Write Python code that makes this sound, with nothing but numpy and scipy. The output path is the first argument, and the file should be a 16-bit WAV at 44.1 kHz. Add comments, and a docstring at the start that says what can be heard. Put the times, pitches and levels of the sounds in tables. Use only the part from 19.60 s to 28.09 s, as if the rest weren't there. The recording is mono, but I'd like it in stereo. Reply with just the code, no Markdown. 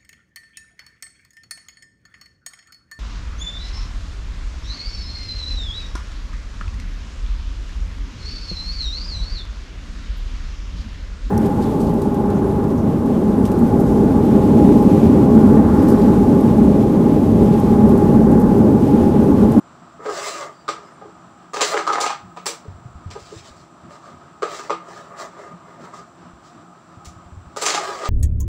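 """Carrom discs clack, drum a plywood board and knock on its frame: damped modes rung by brief contacts.
Sliding discs hiss and rumble: noise grains follow the disc speed and keep the board ringing.
Soft thumps are decaying sines, players' shifts are resonant noise, faint birds are arched whistles.
A fan drone and thin hiss lie beneath. Board and birds get a room with a ceiling echo; mono, limited."""
import sys
import numpy as np
from scipy import signal
from scipy.fft import rfft, irfft, next_fast_len
from scipy.io import wavfile
from scipy.ndimage import uniform_filter1d, minimum_filter1d, map_coordinates

SR = 44100
rng = np.random.default_rng(int(sys.argv[2]) if len(sys.argv) > 2 else 0)


def wrap_up_sound(samples):
    """Save the sound to the file named by the first command line argument, as 16-bit audio."""
    columns = np.atleast_2d(samples).T
    # keep every value between -1 and 1, then stretch to whole-number steps
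    tamed = np.clip(columns, -1, 1)
    steps = np.round(tamed * 32767).astype(np.int16)
    wavfile.write(sys.argv[1], SR, steps)


N = 374409

# fan-stirred air spectrum: f/Hz, relative level/dB
AIR_SPECTRUM = [(15, -49), (25, -48), (64, -14.5), (108, -10), (172, -2), (211, -10), (242, -3.5),
                (291, -10.5), (334, -5), (471, -18), (695, -6.5), (762, -13), (1230, -8), (2000, -24.5),
                (6000, -33), (7800, -90), (13200, -120)]
# fan drone peaks: f/Hz, width/Hz, relative level/dB
DRONE_PEAKS = [(177.4, 10.6, -1), (325.7, 12, -8.5), (704, 22, -9.5), (810, 29, -10.5), (1256, 86, -8)]
# thin background hiss spectrum: f/Hz, relative level/dB
SIZZLE_SPECTRUM = [(4500, -40), (6000, 4), (6650, -7), (7200, 9.5), (7900, 5), (9000, -10), (11000, -18.5),
                   (14000, -26), (15200, -8), (15700, -52)]
# room decay: f/Hz, t60/s
ROOM_DECAY = [(150, 0.15), (400, 0.17), (1200, 0.32), (2500, 0.28), (6000, 0.25), (14000, 0.21)]
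# low room resonances: f/Hz, width/Hz, relative level/dB
ROOM_RESONANCES = [(88.4, 26, -8), (131, 44, -3.5), (175.5, 25, 0.5), (238, 44, -3.5), (330, 48, -2)]
# faint birds outside: t/s, level before room/dB, f/Hz, length/s
BIRD_CHIRPS = [(0.918, -69, 4720, .12), (1.209, -71, 5120, 0.1), (1.32, -72, 8850, 0.024)]
# players lean or shift on the floor: t/s, length/s, level/dB
PLAYER_SHIFTS = [(0.025, 0.32, -56), (1.46, 0.35, -53), (2.573, .2, -44), (3.95, 0.11, -49),
                 (4.204, 0.12, -42), (4.471, .16, -45), (5.86, 0.15, -46.5), (6.14, 0.17, -44.5),
                 (6.57, 0.18, -48.5), (6.9, .16, -46)]
# soft bumps of knees and elbows: t/s, relative level/dB, f/Hz
BODY_BUMPS = [(2.628, -41, 92.5), (3.08, -23.5, 92), (3.145, -33, 86.1), (3.253, -27.5, 124),
              (3.353, -28.5, 72.7), (3.459, -21, 91.5), (3.503, -36, 87), (3.618, -40, 86.1),
              (3.762, -30, 103), (3.907, -39, 70.0), (6.732, -40, 65), (7.37, -32.5, 100), (7.47, -30, 74),
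              (7.562, -32, 96), (7.659, -37, 78.1), (7.722, -31.5, 80.7), (7.768, -28, 88.8),
              (7.866, -34, 72.7)]
# plywood surface modes: f/Hz, relative level/dB, t60/s
SURFACE_MODES = [(332.3, -11.5, 0.29), (423, -3, 0.098), (457, -6.5, 0.12), (457, 3, 0.029),
                 (573.4, -11, 0.15)]
# frame modes: f/Hz, relative level/dB, t60/s
FRAME_MODES = [(750, -6.5, 0.058), (820, -10.5, 0.11), (963, 10.5, 0.0046), (982, -10, 0.048),
               (1107, -9.5, 0.042), (1221, -1.5, 0.061), (1279.3, -7.5, 0.082), (1364, -17, 0.018),
               (1597, -15, 0.077), (1727, -17.5, 0.044), (2114, -13, 0.024), (2350, -41, 0.022)]
# striker and disc modes: f/Hz, relative level/dB, t60/s
DISC_MODES = [(2155, -30.5, 0.014), (2430, -34, 0.044), (3850, -49, 0.032), (6050, -23, 0.036),
              (7350, -19, 0.025)]
# slide rumble spectrum: f/Hz, relative level/dB
RUMBLE_SPECTRUM = [(120, -55), (200, -32), (300, -11.5), (420, 0.5), (510, -5), (600, 2.5), (1000, -1),
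                   (1280, 1.5), (1430, -13), (1750, -19.5), (2400, -50.5)]
# slide hiss spectrum: f/Hz, relative level/dB
HISS_SPECTRUM = [(700, -40), (1700, -1), (3000, -0.5), (4200, 2.5), (6000, 1.5), (6600, -1.5), (7500, 3),
                 (9000, -12.5), (11000, -24), (13500, -37), (15200, -17)]
# extra treble of fast slides: f/Hz, relative level/dB
FIZZ_SPECTRUM = [(3000, -25), (7500, -2), (9500, -4), (13000, -20), (15200, -5)]
# disc contact spectrum: f/Hz, relative level/dB
CRACK_SPECTRUM = [(600, 2), (1500, -2.5), (2200, -1.5), (3200, -1.5), (4500, 2), (6000, 1.5), (7700, 4),
                  (9000, -4), (11000, -11.5), (13500, -22), (15200, -4)]
# hand pushes a disc or brushes the board: t/s, length/s, relative rumble level/dB, relative hiss level/dB
HAND_STROKES = [(.395, 0.49, -30.5, -34), (1.14, 0.19, -46, -62), (3.49, 0.28, -62, -49.5),
                (3.66, 0.17, -64, -46), (3.81, 0.089, -46.5, -46.5), (3.9, 0.15, -54, -56),
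                (4.28, 0.1, -43.5, -52), (4.4, 0.1, -44, -53.5), (4.815, .26, -36, -40),
                (5.21, .27, -39, -49), (5.47, 0.22, -39, -67.5), (5.55, 0.086, -35, -39.5),
                (5.71, 0.2, -40, -56.5), (5.99, 0.22, -45, -64), (6.18, 0.096, -38.5, -51.5),
                (6.315, 0.078, -42, -46.5), (6.81, 0.091, -58, -54.5)]
# struck discs glide to rest: t/s, length/s, relative rumble level/dB, relative hiss level/dB
FREE_GLIDES = [(1.935, 0.41, -36.5, -36), (2.035, 0.16, -27.5, -26.5), (7.963, .25, -36, -37.5),
               (8.17, 0.68, -29, -37.5)]
# taps of fingers and held discs, levels before bass cut: t/s, thud level/dB, knock level/dB
SOFT_TAPS = [(.393, -38, -40), (.483, -27.5, -26.5), (1.412, -40.5, -39.5), (1.447, -39, -55),
             (2.88, -32, -42), (3.05, -43.5, -62), (3.551, -32.5, -37.5), (3.715, -34.5, -52),
             (5.766, -45, -43), (6.328, -61, -35), (8.281, -32, -28)]
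# hard disc contacts, levels before bass cut:
# t/s, surface thud level/dB, frame knock level/dB, disc click level/dB, click brightness f/Hz
HARD_HITS = [(.453, -24, -31.5, -38, 3000), (1.0802, -28.5, -20, -27.5, 4140),
             (1.934, -32.5, -26.5, -32, 5800), (1.962, -27.5, -26.5, -29.5, 3430),
             (1.995, -40, -25, -48, 4500), (2.0086, -24, -18.5, -13.5, 5000),
             (2.135, -19, -19.5, -30.5, 3020), (2.169, -24, -18, -25, 3120),
             (2.268, -29, -16.5, -29.5, 4500), (2.294, -26.5, -16, -36, 3000),
             (2.324, -28.5, -17, -27, 4470), (2.349, -36, -20.5, -36, 3000),
             (2.376, -46, -19.5, -33.5, 2500), (2.403, -28.5, -27.5, -20.5, 7800),
             (2.432, -46, -18, -40, 6000), (2.456, -48, -21.5, -23.5, 3850), (2.497, -50, -23, -29.5, 2900),
             (2.764, -46, -34.5, -40, 2660), (2.858, -42, -28.5, -21, 13000),
             (3.504, -58, -46, -38.5, 4370), (4.8218, -19.5, -21, -31, 3000),
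             (5.0964, -23, -18.5, -29.5, 2320), (7.448, -69, -65, -41, 11200),
             (7.963, -31.5, -28.5, -32.5, 8400), (8.015, -28, -27.5, -22.5, 10500),
             (8.026, -43, -26.5, -32, 10000), (8.056, -50, -28, -16, 7200), (8.076, -43, -27.5, -24, 4830),
             (8.096, -49, -29, -20.5, 5000), (8.14, -48, -23, -20.5, 5240), (8.169, -36, -21, -33.5, 3700),
             (8.448, -40, -25.5, -29, 3800)]

RUMBLE_POWER, HISS_POWER = 0.39, 1.48  # exponents of disc speed
LINGER_T60_S = 0.31  # the room holds on to a slide
FIDGET_DB = -60.5  # rub of clothes between shifts
TOP_HZ = 15700


def amp(db):
    """Decibels to gain."""
    return 10 ** (np.asarray(db) / 20)


def unit(x):
    """Scale to rms 1."""
    return x / np.sqrt(np.mean(x ** 2) + 1e-20)


def along(points, hz):
    """Read (f/Hz, value) points on a log axis."""
    f, v = np.transpose(points)
    return np.interp(np.log(hz + 1), np.log(f + 1), v)


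def wobble(rate_hz):
    """Smooth random curve with rate_hz knots a second."""
    knots = rng.standard_normal(int(N * rate_hz / SR) + 4)
    return map_coordinates(knots, [np.arange(N) * rate_hz / SR])


def filtered(x, response):
    """Apply a response of frequency."""
    m = next_fast_len(N + SR // 2)
    return irfft(rfft(x, m) * response(np.fft.rfftfreq(m, 1 / SR)), m)[:N]


def coloured(x, spectrum):
    """Shape x by a spectrum, at rms 1."""
    return unit(filtered(x, lambda hz: amp(along(spectrum, hz))))


def resonance(f, hz, width_hz):
    """Gain of one resonant peak."""
    return 1 / (1 + (2 * (f - hz) / width_hz) ** 2)


def causal(gain, size=1024):
    """Minimum-phase pulse with this gain over frequency, by folding the cepstrum."""
    cepstrum = irfft(np.log(gain(np.fft.rfftfreq(size, 1 / SR)) + 1e-6))
    fold = 1 + np.sign(np.fft.fftfreq(size))
    return irfft(np.exp(rfft(cepstrum * fold)))


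def add(track, t_s, sound):
    """Mix a sound into the track at t_s."""
    part = track[max(round(t_s * SR), 0):][:len(sound)]
    part += sound[:len(part)]


def ring(modes, scatter_db, contact_s=0.00018):
    """Damped modes set going by a brief contact; random strengths stand for where the blow lands."""
    t = np.arange(SR // 5) / SR
    tone = np.zeros(len(t))
    for hz, db, t60_s in modes:
        sign = rng.choice([-1, 1])
        decay = amp(db + scatter_db * rng.standard_normal() - 60 * t / t60_s)
        tone += sign * decay * np.sin(2 * np.pi * hz * t)
    return tone * (1 - np.exp(-(t / contact_s) ** 2))


def room(arrival, walls_db, tail_db, ceiling_s=.0073, ceiling_db=5, walls_t60_s=0.034, build_s=0.0088):
    """Room path: direct arrival, ceiling echo, burst from the walls, diffuse tail."""
    hz, frames_s, z = signal.stft(rng.standard_normal(SR // 2), SR, nperseg=256)
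    decay = amp(-60 * frames_s / along(ROOM_DECAY, hz)[:, None])
    tail = signal.istft(z * decay, SR, nperseg=256)[1]
    t = np.arange(len(tail)) / SR
    tail = tail * (1 - np.exp(-t / build_s))
    walls = rng.standard_normal(len(t)) * (t > ceiling_s) * amp(-60 * t / walls_t60_s)
    path = amp(tail_db) * tail / np.linalg.norm(tail) + amp(walls_db) * walls / np.linalg.norm(walls)
    add(path, 0, arrival)
    add(path, ceiling_s, amp(ceiling_db) * arrival)
    return path


def heard(blow, path):
    """A blow through the room, with the energy of 20 ms at rms 1."""
    sound = signal.fftconvolve(blow, path)
    return sound / np.linalg.norm(sound) * np.sqrt(.02 * SR)


def radiated(x, edge_hz=295):
    """A small open board cannot push out bass: the air slips round it."""
    return signal.sosfilt(signal.butter(6, edge_hz, "highpass", fs=SR, output="sos"), x)


def background(air_db=-48.0, drone_db=-53, sizzle_db=-66, flutter_db=1.0, waver_db=3):
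    """A fan stirs the air with a wavering drone; a thin hiss lies on top."""
    air = coloured(rng.standard_normal(N), AIR_SPECTRUM) * amp(flutter_db * wobble(12))
    peaks = lambda f: sum(amp(db) * resonance(f, hz, width_hz) for hz, width_hz, db in DRONE_PEAKS)
    drone = unit(filtered(rng.standard_normal(N), peaks) * amp(waver_db * wobble(9)))
    sizzle = coloured(rng.standard_normal(N), SIZZLE_SPECTRUM)
    return amp(air_db) * air + amp(drone_db) * drone + amp(sizzle_db) * sizzle


def birds(arch=0.044, quaver=0.0144):
    """Thin arched, quavering whistles, blurred by the room."""
    out = np.zeros(N)
    for t_s, db, hz, length_s in BIRD_CHIRPS:
        swell = np.sin(np.linspace(0, np.pi, round(length_s * SR)))
        pitch_hz = hz * (1 + arch * (swell - 1) + quaver * wobble(146)[:len(swell)])
        add(out, t_s, amp(db) * swell * np.sin(2 * np.pi * np.cumsum(pitch_hz) / SR))
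    return signal.fftconvolve(out, room(np.ones(1), walls_db=0, tail_db=6))[:N]


def push(length_s):
    """Speed of a hand's or body's move, 0-1: half sine from rest to rest."""
    return np.sin(np.pi * np.arange(round(length_s * SR)) / round(length_s * SR))


def shifting(uneven_db=3.5):
    """Players lean over the board; their dull rub wakes each low room resonance unevenly."""
    rub, effort = np.zeros(N), np.full(N, amp(FIDGET_DB))
    for hz, width_hz, db in ROOM_RESONANCES:
        band = unit(filtered(rng.standard_normal(N), lambda f: resonance(f, hz, width_hz)))
        rub += band * amp(db + uneven_db * wobble(14))
    for t_s, length_s, db in PLAYER_SHIFTS:
        add(effort, t_s, amp(db) * push(length_s) ** 2)
    return effort * unit(rub)


def thumps(rise_s=0.003, t60_s=0.11, level_db=-2, boom_db=-15, boom_t60_s=0.63):
    """Soft heavy bumps: a few slow cycles each, plus an uneven, longer boom from the room."""
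    out, t = np.zeros(N), np.arange(SR // 2) / SR
    band = signal.butter(2, [58, 135], "bandpass", fs=SR, output="sos")
    for t_s, db, hz in BODY_BUMPS:
        bump = -np.sin(2 * np.pi * hz * t) * (1 - np.exp(-(t / rise_s) ** 2)) * amp(-60 * t / t60_s)
        noise = unit(signal.sosfilt(band, rng.standard_normal(len(t))))
        boom = noise * amp(boom_db - 60 * t / boom_t60_s)
        add(out, t_s, amp(db + level_db) * (bump / np.abs(bump).max() + boom))
    return out


def coast(length_s):
    """Speed of a free disc, 0-1: friction slows it evenly."""
    return np.linspace(1, 0, round(length_s * SR))


def friction():
    """Rumble and hiss strength: both follow disc speed, the hiss more steeply, and linger."""
    rumble, hiss = np.zeros(N), np.zeros(N)  # powers
    for moves, motion in (HAND_STROKES, push), (FREE_GLIDES, coast):
        for t_s, length_s, rumble_db, hiss_db in moves:
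            speed = motion(length_s)
            add(rumble, t_s, (amp(rumble_db) * speed ** RUMBLE_POWER) ** 2)
            add(hiss, t_s, (amp(hiss_db) * speed ** HISS_POWER) ** 2)
    keep = amp(-60 / (LINGER_T60_S * SR)) ** 2
    return np.sqrt(signal.lfilter([1 - keep], [1, -keep], [rumble, hiss]))


def roaming(x, size=4096):
    """A moving source reaches the microphone by a new path in each half-overlapped window."""
    out, window = np.zeros(N), np.hanning(size)
    for start in range(0, N - size // 2, size // 2):
        piece = x[start:start + size]
        path = room(np.ones(1), walls_db=6, tail_db=7)
        add(out, start / SR, signal.fftconvolve(piece * np.sqrt(window[:len(piece)]), path))
    return out


def sliding(grain_db=3, judder_db=1, catch_db=.9, frame_db=-2.0, surface_db=-5, rumble_db=-2,
            fizz_db=-16, fast_db=-33):
    """Powder grains under a moving disc: a hiss, and tiny blows that keep the board ringing."""
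    rumble, hiss = friction()
    grains = roaming(rng.standard_normal(N) * amp(grain_db * wobble(400))) * amp(judder_db * wobble(30))

    def ringing(modes):
        """Grains exciting the board modes, at rms 1."""
        return unit(radiated(signal.fftconvolve(grains, ring(modes, 0.36))[:N]))

    # low surface modes swell more steeply than the rumble
    drumming = amp(surface_db) * np.sqrt(rumble / rumble.max()) * ringing(SURFACE_MODES)
    board = coloured(grains, RUMBLE_SPECTRUM) + amp(frame_db) * ringing(FRAME_MODES) + drumming
    board = board * amp(catch_db * wobble(35))  # the disc catches unevenly
    fast = np.minimum(1, hiss / amp(fast_db)) ** 2  # a faster slide is brighter
    fizz = amp(fizz_db) * fast * coloured(grains, FIZZ_SPECTRUM)
    return amp(rumble_db) * rumble * board + hiss * (coloured(grains, HISS_SPECTRUM) + fizz)


def board_blow(thud_db, knock_db, contact_s):
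    """One blow drums the surface and knocks the frame; a longer contact is softer."""
    path = room(np.ones(1), walls_db=0, tail_db=2.5)
    thud = heard(ring(SURFACE_MODES, scatter_db=0.5, contact_s=contact_s), path)
    knock = heard(ring(FRAME_MODES, scatter_db=3.5, contact_s=contact_s), path)
    return amp(thud_db) * thud + amp(knock_db) * knock


def disc_crack(bright_hz, ring_db=-11, spread_t60_s=0.024):
    """Disc contact: a pulse dulled above bright_hz, then ringing modes, through the room."""
    contact = causal(lambda hz: amp(along(CRACK_SPECTRUM, hz)) / np.sqrt(1 + (hz / bright_hz) ** 4))
    disc = ring(DISC_MODES, scatter_db=-0.5) * amp(ring_db)
    disc[0] += 1  # the contact itself, ahead of the ringing
    crack = signal.fftconvolve(disc, contact)
    # short waves leave from all over the board: each arrival is a brief burst
    t = np.arange(SR // 40) / SR
    burst = rng.standard_normal(len(t)) * amp(-60 * t / spread_t60_s)
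    return heard(crack, room(burst / np.linalg.norm(burst), walls_db=0, tail_db=10.5))


def clacks():
    """Every contact sounds the board; a hard one also cracks the discs."""
    out = np.zeros(N)
    for t_s, thud_db, knock_db, click_db, bright_hz in HARD_HITS:
        add(out, t_s, amp(click_db) * disc_crack(bright_hz))
        add(out, t_s, board_blow(thud_db, knock_db, contact_s=0.00017))
    for t_s, thud_db, knock_db in SOFT_TAPS:
        add(out, t_s, board_blow(thud_db, knock_db, contact_s=.002))
    return radiated(out)


def scene():
    """One microphone feeds both channels."""
    mono = clacks() + sliding() + thumps() + shifting() + birds() + background()
    return np.array([mono, mono])


def record(dry, ceiling_db=-5):
    """A fast limiter ducks just ahead of each peak and holds briefly; then a cut at TOP_HZ."""
    needed = np.minimum(1, amp(ceiling_db) / (np.abs(dry).max(axis=0) + 1e-9))
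    held = minimum_filter1d(needed, size=400, origin=170)  # samples; mostly after the peak
    gain = uniform_filter1d(held, size=60)
    return np.array([filtered(side * gain, lambda hz: hz < TOP_HZ) for side in dry])


dry = scene()
out = record(dry)
wrap_up_sound(out)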